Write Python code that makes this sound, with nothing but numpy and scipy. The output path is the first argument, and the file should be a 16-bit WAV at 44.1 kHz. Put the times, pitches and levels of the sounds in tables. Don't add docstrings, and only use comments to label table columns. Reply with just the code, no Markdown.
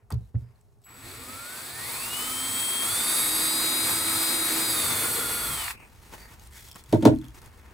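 import sys
import numpy as np
from scipy import signal
from scipy.fft import rfft, irfft
from scipy.io import wavfile
from scipy.ndimage import uniform_filter1d

SR = 44100
rng = np.random.default_rng(int(sys.argv[2]) if len(sys.argv) > 2 else 0)


def dump_mix(stems):
    frames = np.atleast_2d(stems).T
    limited = np.clip(frames, -1, 1)
    pcm = np.round(limited * 32767).astype(np.int16)
    wavfile.write(sys.argv[1], SR, pcm)


def boost_factor(decibels):
    exponent = np.asarray(decibels, float) / 20
    return 10 ** exponent


N = 340965
HZ = np.fft.rfftfreq(N, 1 / SR)
T = np.arange(N) / SR


def noise():
    return rng.standard_normal(N)


def level(x, db):
    return x * boost_factor(db) / np.sqrt(np.mean(x ** 2))


def shape(table, hz=HZ):
    f, db = np.transpose(table)
    return np.interp(np.log(hz + 1), np.log(f + 1), db)


def peaks(table):
    return sum(db / (1 + ((HZ - hz) / (width / 2)) ** 2) for hz, width, db in table)


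def colour(x, db):
    return irfft(rfft(x) * boost_factor(db), N)


def band(x, lo_hz, hi_hz):
    return signal.sosfilt(signal.butter(2, [lo_hz, hi_hz], "band", fs=SR, output="sos"), x)


def walk(rate):
    hold = int(SR / rate)
    steps = np.repeat(rng.standard_normal(N // hold + 1), hold)
    return 1.176 * uniform_filter1d(uniform_filter1d(steps, hold), hold)[:N]


def burst(s, db, t60, rise=0.00078):
    age = np.clip(T - s, 0, 2)
    return boost_factor(db) * np.minimum(age / rise, 1) * 10 ** (-3 * age / t60)


def swells(rows):
    power = 0
    for s, length, *db in rows:
        arc = np.sin(np.pi * np.clip((T - s) / length, 0, 1)).clip(0) ** 0.77
        power = power + (boost_factor(np.array(db))[:, None] * arc) ** 2
    return np.sqrt(power)


# (frequency [Hz], level [dB per Hz])
HUSH = [(59, -34), (100, -14), (206, -12), (373, -17.5), (406, -8.5), (502, -22), (691, -17.5), (3050, -40),
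        (10900, -39), (16000, -46)]
# (start [s], length [s], joist boom [dB], wind [dB])
SWAYS = [(.05, 0.35, -66, -57), (.44, 0.16, -67, -68), (.85, 0.65, -51.5, -58), (1.5, 1, -52, -63),
         (2.25, 0.52, -51.5, -63), (2.8, 0.25, -48.5, -68), (3.2, 0.35, -56, -52), (3.55, 0.21, -54, -58),
         (3.7, 0.59, -46.5, -64), (4.55, 0.67, -43, -62), (5.15, 0.63, -50, -49), (5.9, 0.17, -60, -56),
         (6.1, 0.68, -58, -58), (6.88, 0.18, -41, -60), (7.05, 0.19, -54, -40), (7.3, 0.22, -55, -58)]


def air():
    boom_gain, wind_gain = swells(SWAYS)
    hush = level(colour(noise(), shape(HUSH)), -69)
    boom = level(band(band(noise(), 85.4, 124.0), 51, 195), 0)
    wind = level(band(band(noise(), 43.0, 78.0), 30, 98), 0)
    breeze = boost_factor(-70 + 2.5 * T)
    return hush + boom * np.hypot(boom_gain, boost_factor(-62.5)) + wind * np.hypot(wind_gain, breeze)


# (start [s], length [s], cloth hiss [dB], scrape [dB])
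RUSTLE = [(-.05, 0.098, -93, -69), (.13, 0.19, -72.5, -74), (.33, 0.3, -82, -69.5), (.36, .09, -72, -85),
          (.45, 0.37, -78.5, -92), (.8, 0.088, -75, -90), (5.73, 0.033, -60, -50.5),
          (5.76, .13, -64, -54.5), (5.88, 0.21, -65, -67), (6.0, 0.27, -56.5, -56),
          (6.115, 0.054, -51, -45), (6.14, 0.16, -55.5, -55), (6.27, 0.1, -55, -52),
          (6.38, 0.12, -58.5, -62), (6.5, 0.23, -49.5, -59), (6.748, 0.027, -51, -48),
          (6.76, 0.06, -54.5, -60), (6.84, 0.23, -58, -59), (7.0, 0.15, -59, -47), (7.21, .065, -68, -56.5),
          (7.33, 0.088, -55.5, -55.5), (7.4, 0.094, -57.5, -51.5), (7.45, 0.42, -84, -58.5),
          (7.52, 0.12, -65, -70)]
# (frequency [Hz], level [dB per Hz])
CLOTH = [(120, -4), (200, -1), (350, -5), (689, -11), (941, -5), (1260, -9), (1700, -9.5), (2650, -13.5),
         (3350, -15), (8560, -15.5), (16000, -20)]
# (start [s], end [s], pitch [Hz], width [Hz],
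# level [dB])
SQUEAKS = [(4.92, 5.39, 455, 81, -43), (0.97, 1.51, 256, 53, -53.5), (5.44, 5.623, 150, 50, -49),
           (5.72, 5.87, 2430, 610, -56), (6.16, 6.32, 1930, 790, -60), (6.5, 6.68, 1900, 970, -59),
           (5.93, 4.3, 4650, 540, -77), (5.74, 5.9, 8500, 900, -69), (6.7, 6.2, 7400, 400, -81),
           (0.2, 0.27, 4000, 500, -80), (0.4, .54, 5000, 700, -82), (6.17, 6.29, 4600, 300, -61),
           (6.5, 6.852, 3350, 450, -65)]


def rustle():
    grains = noise() * boost_factor(2.0 * walk(300) + 1.0 * walk(40))
    cloth = rfft(grains) * boost_factor(shape(CLOTH))
    bright = 1 / (1 + (2800 / (HZ + 1)) ** 6)
    hiss = level(irfft(cloth * bright, N), 0)
    scrape = level(irfft(cloth * (1 - bright), N), 0)
    stir = np.outer(boost_factor(np.array((-65.5, -60.5))), T > 4.4)
    out = np.sum(np.hypot(swells(RUSTLE), stir) * [hiss, scrape], axis=0)
    for t0, t1, hz, width, db in SQUEAKS:
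        swell = np.sin(np.pi * np.clip((T - t0) / (t1 - t0), 0, 1)) ** 0.81
        out = out + swell * level(band(grains, hz - width / 2, hz + width / 2), db)
    return out


# (time [s], peak [dB], pitch [Hz], t60 [s])
TICKS = [(0.104, -28, 8200, 0.02), (0.1217, -25.5, 4500, 0.02), (0.141, -36, 4000, 0.017),
         (0.4614, -59, 4960, 0.015), (0.5571, -58, 4170, 0.015), (0.6115, -50, 7660, 0.012),
         (0.7856, -59, 8290, 0.015), (0.8175, -50, 7840, 0.015), (6.2901, -42, 3390, .015),
         (6.396, -35, 6260, 0.015), (6.4373, -37, 8340, 0.015), (6.472, -33, 8420, 0.015),
         (6.5096, -41, 8650, 0.015), (6.5231, -41, 4220, .015), (6.5544, -38, 3480, 0.014),
         (6.685, -30, 7680, 0.017), (6.7134, -26.5, 5000, 0.015), (6.719, -34, 5200, .012),
         (6.728, -33, 7500, .012), (6.744, -34, 5200, .012), (6.751, -36, 5300, .012),
         (6.758, -25, 7160, 0.01), (6.8379, -35, 7530, 0.015), (6.86, -37, 3320, 0.013),
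         (6.8936, -33, 3500, 0.013), (6.905, -38, 7500, .012), (6.914, -42, 5200, .012),
         (6.925, -20, 4220, 0.014), (6.9455, -31, 8500, .012), (7.0284, -25, 3210, 0.0075),
         (7.0525, -9, 3520, 0.0098), (7.15, -39, 8500, .012), (7.1596, -38, 3200, 0.015),
         (7.1865, -33, 4170, 0.012), (7.214, -38, 3290, 0.015), (7.243, -33.5, 3160, 0.011),
         (7.251, -38, 3300, .02), (7.283, -33, 3220, 0.012), (7.305, -44, 3330, 0.018),
         (7.3462, -40, 7460, 0.015), (7.386, -39, 8000, .012), (7.417, -31, 8780, 0.012),
         (7.4425, -38, 4750, 0.013), (7.4599, -31.5, 9500, 0.013), (7.575, -46, 8500, .015)]
# (time [s], peak [dB], pitch [Hz], t60 [s])
TAPS = [
    (0.103, -31.5, 880, 0.13),
    (0.352, -44.5, 1500, 0.028),
    (.838, -56, 4000, .08),
    (6.079, -51, 861, 0.05),
    (6.134, -31.5, 950, 0.046),
    (6.329, -56, 890, 0.05),
    (6.759, -32, 990, 0.042),
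]


def ticks():
    click = noise()
    wide = level(band(click, 2700, 14300), -12.0)
    out = 0
    for s, db, hz, t60 in TICKS:
        out = out + burst(s, db, t60) * (level(band(click, hz, hz * 1.07), -15.0) + wide)
    for s, db, hz, t60 in TAPS:
        out = out + burst(s, db, t60) * level(band(click, hz * 0.66, hz * 1.37), -8.0)
    return out


def ring(force, modes, lag):
    out = 0
    for k, (hz, db, t60) in enumerate(modes):
        late = np.roll(force, int(lag / np.sqrt(hz) * SR))
        for twin in (1, 1.04):
            pole = np.exp(2j * np.pi * hz * twin / SR - np.log(1000) / (t60 * SR))
            out = out + (-1) ** k * boost_factor(db) * signal.lfilter([1], [1, -pole], late).imag
    return out


def knocks(hits, modes, gain_db, rattle_db, rattle_t60, lag):
    force, crack, rattle = np.zeros(N), 0, noise()
    for s, db, ms, crack_db in hits:
        contact = np.clip((T - s) / (ms / 1000), 0, 1)
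        force += boost_factor(db) * np.sin(np.pi * contact) / (ms * SR / 1000)
        force += boost_factor(rattle_db) * burst(s, db, rattle_t60) * rattle
        crack = crack + burst(s, db + crack_db, 0.016, 0.003) + burst(s, db + crack_db - 10.5, 0.12, 0.0095)
    wood = [(300, -25), (900, 12.0), (2000, 7.0), (2900, 3.5), (3600, 8.5), (4600, 0.0), (8000, -1.0), (16000, -17)]
    return boost_factor(gain_db) * band(ring(force, modes, lag), 40, 5000) + crack * colour(noise(), shape(wood))


# (time [s], peak [dB], contact [ms], crack re blow [dB])
THUDS = [
    (0.114, -19.5, 9.5, -20.5),
    (0.189, -38, 2.8, -40),
    (0.34, -25, 4.2, -39),
    (0.41, -43, 3.7, -38),
]
# (frequency [Hz], level [dB], t60 [s])
JOIST = [(65, -13.5, .4), (96, 2.5, 0.12), (121, 2, 0.22), (171, -15, 0.21), (230, -10.5, 0.092),
         (422, -24, 0.073), (560, -28, 0.068), (745, -27, 0.032)]


def knees():
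    return knocks(THUDS, JOIST, -1.7, -31.0, 0.18, 0.0275)


# (time [s], peak [dB], contact [ms], crack re blow [dB])
BLOWS = [
    (6.926, -4, 1.68, -21.5),
    (6.943, -14.5, 2.1, -35),
    (7.023, -12, 1.8, -17),
    (7.051, 2.5, 0.61, -16.5),
    (7.065, -6.5, 1.15, -39.5),
    (7.087, -20, 1.2, -41),
    (7.119, -20.5, 1.6, -33),
]
# (frequency [Hz], level [dB], t60 [s])
DECK = [(100.7, -6, 0.33), (123.2, -8, 0.39), (160, -8.5, 0.33), (230.6, -0.5, 0.3), (258, -1.5, 0.31),
        (308, 3, 0.27), (330, -4.5, 0.3), (410, -2.5, 0.14), (522, 0, 0.09), (615, 4.5, 0.055),
        (722, -2.5, 0.034), (918, -1, 0.048), (1080, -20, 0.045), (1390, -16.5, 0.073), (1550, -18, 0.035)]


def tool_set_down():
    return knocks(BLOWS, DECK, -15.0, -31.5, 0.098, 0.016)


# (time [s], commutator tone the rotor heads for [Hz])
TRIGGER = [(.85, 1250), (1.04, 1360), (1.2, 1530), (1.34, 1530), (1.65, 1850), (1.72, 2150), (1.84, 2250),
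           (1.86, 3255), (2.845, 3250), (2.86, 3893), (4.2, 3893), (4.64, 3865), (4.7, 3520), (4.86, 3280),
           (4.92, 3380), (5.1, 3345), (5.3, 3372)]
# (time [s], level [dB])
EFFORT = [(0.84, -56), (1.06, -46.5), (1.27, -42.5), (1.73, -39), (1.85, -36.5), (1.99, -34.5),
          (2.09, -33.5), (2.25, -33), (2.5, -32), (2.85, -30.5), (2.98, -28.5), (3.21, -27), (3.58, -27),
          (4.11, -27), (4.66, -27), (4.9, -27.5), (5.12, -29.5), (5.42, -32.5)]
BARS = 12
SEATED_S, STOP_S = 5.42, 5.712


def motor():
    s, aim_hz = np.transpose(TRIGGER)
    lag = 1 / (0.22 * SR)
    bar_hz = signal.lfilter([lag], [1, lag - 1], np.interp(T, s, aim_hz, left=0))
    stall_hz = 9400 * np.clip(T - SEATED_S, 0, STOP_S - SEATED_S) ** 2
    engage = np.clip((T - EFFORT[0][0]) / 0.03, 0, 1) ** 2
    gate = engage * boost_factor(-60 * np.clip(T - STOP_S, 0, 1) / 0.081)
    return (bar_hz - stall_hz) / BARS, stall_hz, np.interp(T, *np.transpose(EFFORT)), gate


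# (frequency [Hz], rms level [dB])
SWITCH = [(3919, -82), (7838, -56), (11763, -61.5), (15680, -74)]
# (time [s], level [dB])
SWITCH_FADE = [
    (.833, -25),
    (.845, 0),
    (1.3, 1),
    (1.9, -2),
    (2.4, -16),
]


def speed_switch(turn):
    chop = sum(boost_factor(db) * np.sin(2 * np.pi * hz * T) for hz, db in SWITCH)
    fade = boost_factor(np.interp(T, *np.transpose(SWITCH_FADE), left=-150, right=-150))
    return np.sqrt(2) * fade * chop * (1 + .5 * np.sin(turn * 3))


# (time [s], peak [dB], pitch [Hz])
BRAKE = [
    (5.681, -16, 1920),
    (5.706, -13, 1980),
]


def brake():
    out = 0
    for s, db, hz in BRAKE:
        out = out + burst(s, db, 0.015) * level(band(noise(), hz * 0.63, hz * 1.24), -9.0)
    return out


# (low edge [Hz], high edge [Hz], level re effort [dB], loss from 2.8 s on, once the shaft runs
# at full speed [dB])
FANS = [(15150, 15550, -12, 8), (14400, 14800, -20, 1)]


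def vents(rasp, shaft_hz, effort_db):
    out = 0
    for lo_hz, hi_hz, db, drop_db in FANS:
        fan = boost_factor(effort_db + db - drop_db * (T >= 2.8))
        fan = fan * np.clip(shaft_hz / 190, 0, 1) ** 2
        out = out + fan * level(band(rasp, lo_hz, hi_hz), 0)
    return out


# (frequency [Hz], level re effort [dB])
BAR_TONE = [(400, -14), (830, -29), (1330, -8.5), (1500, -9), (1680, -19), (1850, -9), (2300, -13),
            (2850, -9), (3100, -8), (3250, -8.5), (3400, -12.5), (3850, -10.5)]
# (frequency [Hz], level re effort [dB])
PLANET_TONE = [(150, -17), (340, -15), (470, -20), (600, -24), (850, -16), (1050, -11), (1250, -14),
               (1340, -18), (1400, -10), (1600, -24)]


def motor_tones(turn, shaft_hz, stall_hz, effort_db, pull):
    waver_db = 2.3 * pull - 1.5 + 2.06 * walk(30) + 1.6 * walk(7.9)
    bar_db = effort_db + shape(BAR_TONE, BARS * shaft_hz) + waver_db - 9 * (stall_hz / 650) ** 4
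    bars = np.sqrt(2) * boost_factor(bar_db) * np.sin(BARS * turn)
    planet_order = 4.96
    planet_db = effort_db + shape(PLANET_TONE, planet_order * shaft_hz) + 3.8 * walk(45) + 7 * (shaft_hz < 120)
    jitter = np.minimum(shaft_hz / 120, 2.4) * walk(110)
    return bars + boost_factor(planet_db) * np.sin(planet_order * turn + jitter)


STRONG = {4: 7, 5: 3, 6: 4, 7: 6, 8: 0, 9: 0, 10: 8, 11: 8, 12: -20, 13: 3, 14: 0, 15: 8, 16: 7.5, 17: 3,
          18: 2, 19: -1, 20: 10.5, 21: 12, 22: 9.5, 24: 8, 25: 13.5, 26: 8, 27: 8.5, 28: 8, 30: 16.5, 31:
          10.5, 32: 11, 33: 10, 35: 11, 36: 10.5, 39: 7, 37: 7, 41: 13, 44: 3, 58: 10, 59: 11, 47: 12, 48:
          12, 51: 13, 54: 7, 57: 11, 60: 11, 69: 14}
WAKING = {11: 0, 45: -4, 49: 6, 13: 9, 15: 9, 27: 6, 30: -5, 32: -7, 33: -8, 34: -3, 35: 1, 41: 3, 25: -3,
          47: 2}
SLEEPING = {25: -4, 30: -6, 36: -3, 41: -11, 47: -4, 48: -5, 51: -6, 54: -4, 57: -5, 20: -3, 22: -3, 60: -3,
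            67: 6, 69: -6}
LOADED = {5: 5, 15: 3, 27: -3, 31: 2, 33: 2, 35: -3, 38: 5, 39: 4, 40: 3, 41: 5, 54: 7, 56: 3}
PULLING = {20: 2, 23: 3, 25: 3, 26: 4, 27: 7, 30: 3, 35: 2, 36: 7, 38: 4, 39: 3, 51: 1}


def shaft_orders(turn, shaft_hz, stall_hz, pull):
    wander = [0.73 * (walk(10) + walk(45)) for _ in range(6)]
    awake = np.interp(shaft_hz, (290, 319), (0, 1))
    asleep = np.interp(shaft_hz, (240, 258), (1, 0))
    loaded = np.interp(T, (4.85, 4.97), (0, 1))
    comb = 0
    for k in range(4, 72):
        db = STRONG.get(k, 6.0) + WAKING.get(k, 0) * awake + SLEEPING.get(k, 0) * asleep
        db = db + LOADED.get(k, 0) * loaded + PULLING.get(k, 0) * pull * (1 - asleep / 2)
        db = db + 2.3 * np.roll(wander[k % 6], 9000 * k)
        audible = shaft_hz * k < .45 * SR
        comb = comb + audible * boost_factor(db) * np.sin(k * turn + k * k)
    return comb * np.clip(shaft_hz / 270, 0, 1) ** 0.71 * boost_factor(-12 * stall_hz / 1000)


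def shaft_hum(turn):
    hum = boost_factor(13.0 + 2.0 * walk(18)) * np.sin(turn) + boost_factor(8.0 + 4.0 * walk(16)) * np.sin(0.79 * turn)
    return hum * boost_factor(np.interp(T, (4.8, 4.89), (0, -9.5)))


# (frequency [Hz], level [dB per Hz])
HOUSING = [(88, -10), (150, -2.5), (260, -6), (330, -2), (450, -3.5), (700, -5), (1390, -3), (3040, -9),
           (3770, -6.5), (5680, -11), (7920, 1.5), (11000, -3), (12400, -3.5), (15700, -10.5)]
# (frequency [Hz], width [Hz], level [dB])
SHELL = [(248.7, 47, 9.5), (322, 47, 3), (1095, 990, 6), (2297, 840, 7.5), (3550, 300, 2.5),
         (4500, 940, 4.5), (8300, 160, 0), (8570, 690, 2), (11000, 830, 6.5), (14500, 700, 9.5),
         (15250, 500, 6)]
# (frequency [Hz], width [Hz], level [dB])
RIBS = [(4215, 110, 2), (4520, 120, 7), (4865, 400, 6), (5190, 120, 4), (8060, 200, 10), (8760, 260, 4.5),
        (9340, 160, 5), (10060, 150, 8), (11030, 300, 8.5), (11500, 520, 6.5)]
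# (frequency [Hz], width [Hz], level [dB])
BOARD = [(238, 25, 3), (262, 9, 12.5), (328.4, 33, 12)]
EDGES_HZ = [0, 650, 3200, 6200, 12300, 22050]
# (full-effort level [dB], share of effort changes, stall loss [dB per kHz], gain as screw sinks [dB per s])
PARTS = [(-41, 0.55, 28, 1.4), (-35, 0.69, 2, 0.7), (-35, 0.87, 0, 0.12), (-28, 0.92, 2, 0.08),
         (-36, 0.77, 6, 1)]


def housing(rasp, comb, hum, shaft_hz, stall_hz, effort_db):
    lines = rfft(comb) * boost_factor(peaks(RIBS) - 29.5) + rfft(hum) * boost_factor(peaks(BOARD) - 39.0)
    body = (rfft(rasp) + lines) * boost_factor(shape(HOUSING) + peaks(SHELL))
    out = 0
    for lo, hi, (db, share, stall_db, sink_db) in zip(EDGES_HZ, EDGES_HZ[1:], PARTS):
        db = db + share * (effort_db + 27) - stall_db * stall_hz / 1000 + sink_db * (T - 3.63)
        bite = 1
        if lo == 0 or lo > 3000:
            bite = np.minimum(shaft_hz / 48.3, 1) ** 0.74
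        if lo > 6000:
            bite = bite * np.clip(shaft_hz / 120, 0, 1) ** 0.43
        part = irfft(body * (HZ >= lo) * (HZ < hi), N)
        out = out + bite * boost_factor(db) * level(part, -0.81)
    return out


def drill():
    shaft_hz, stall_hz, effort_db, gate = motor()
    pull = np.clip(np.gradient(shaft_hz) * SR / 25, 0, 1)
    hunting = 1 + 0.000873 * walk(30) + .0008 * walk(9)
    turn = 2 * np.pi * np.cumsum(shaft_hz * hunting) / SR
    rasp = noise() * boost_factor(0.86 * walk(400) + 0.94 * walk(24.98)) * (1 + 0.076 * np.cos(turn))
    comb = shaft_orders(turn, shaft_hz, stall_hz, pull)
    running = motor_tones(turn, shaft_hz, stall_hz, effort_db, pull)
    running = running + housing(rasp, comb, shaft_hum(turn), shaft_hz, stall_hz, effort_db)
    running = running + vents(rasp, shaft_hz, effort_db)
    return gate * running + speed_switch(turn) + brake()


# (frequency [Hz], side re mid [dB])
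PORTS = [(60, -3), (110, -5), (200, -10.5), (380, -5), (700, -0.5), (1290, -3), (2380, -4), (4400, -6.5),
         (8120, -22.5), (15000, -23)]


def scene():
    near = air() + rustle() + ticks() + knees() + tool_set_down() + drill()
    echo = rng.standard_normal((2, 6000)) * 10 ** (-3 * T[:6000] / 0.13)
    echo /= np.sqrt(np.sum(echo ** 2, axis=1, keepdims=True))
    mid = near + boost_factor(-16) * signal.fftconvolve(near, echo[0])[:N]
    tilt = shape([(70, -6.5), (200, -4.0), (500, -7.0), (6000, 4.5), (9000, -6)])
    side = colour(signal.fftconvolve(near, echo[1])[:N], shape(PORTS) + tilt)
    side = side - 0.29 * band(mid, 30, 210) - 0.18 * band(mid, 215, 490) - 0.45 * band(mid, 490, 734)
    side = side + level(band(noise(), 25, 60), -65) * boost_factor(3 * walk(3))
    return np.array([mid + side, mid - side])


def top_cut(x):
    return signal.sosfilt(signal.butter(12, 16810, fs=SR, output="sos"), x)


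def record(dry):
    soft = np.tanh(dry / 1.05) * 1.05
    top = signal.ellip(10, .2, 80, 15850, fs=SR, output="sos")
    return top_cut(signal.sosfilt(top, soft))


dry = scene()
out = record(dry)
dump_mix(out)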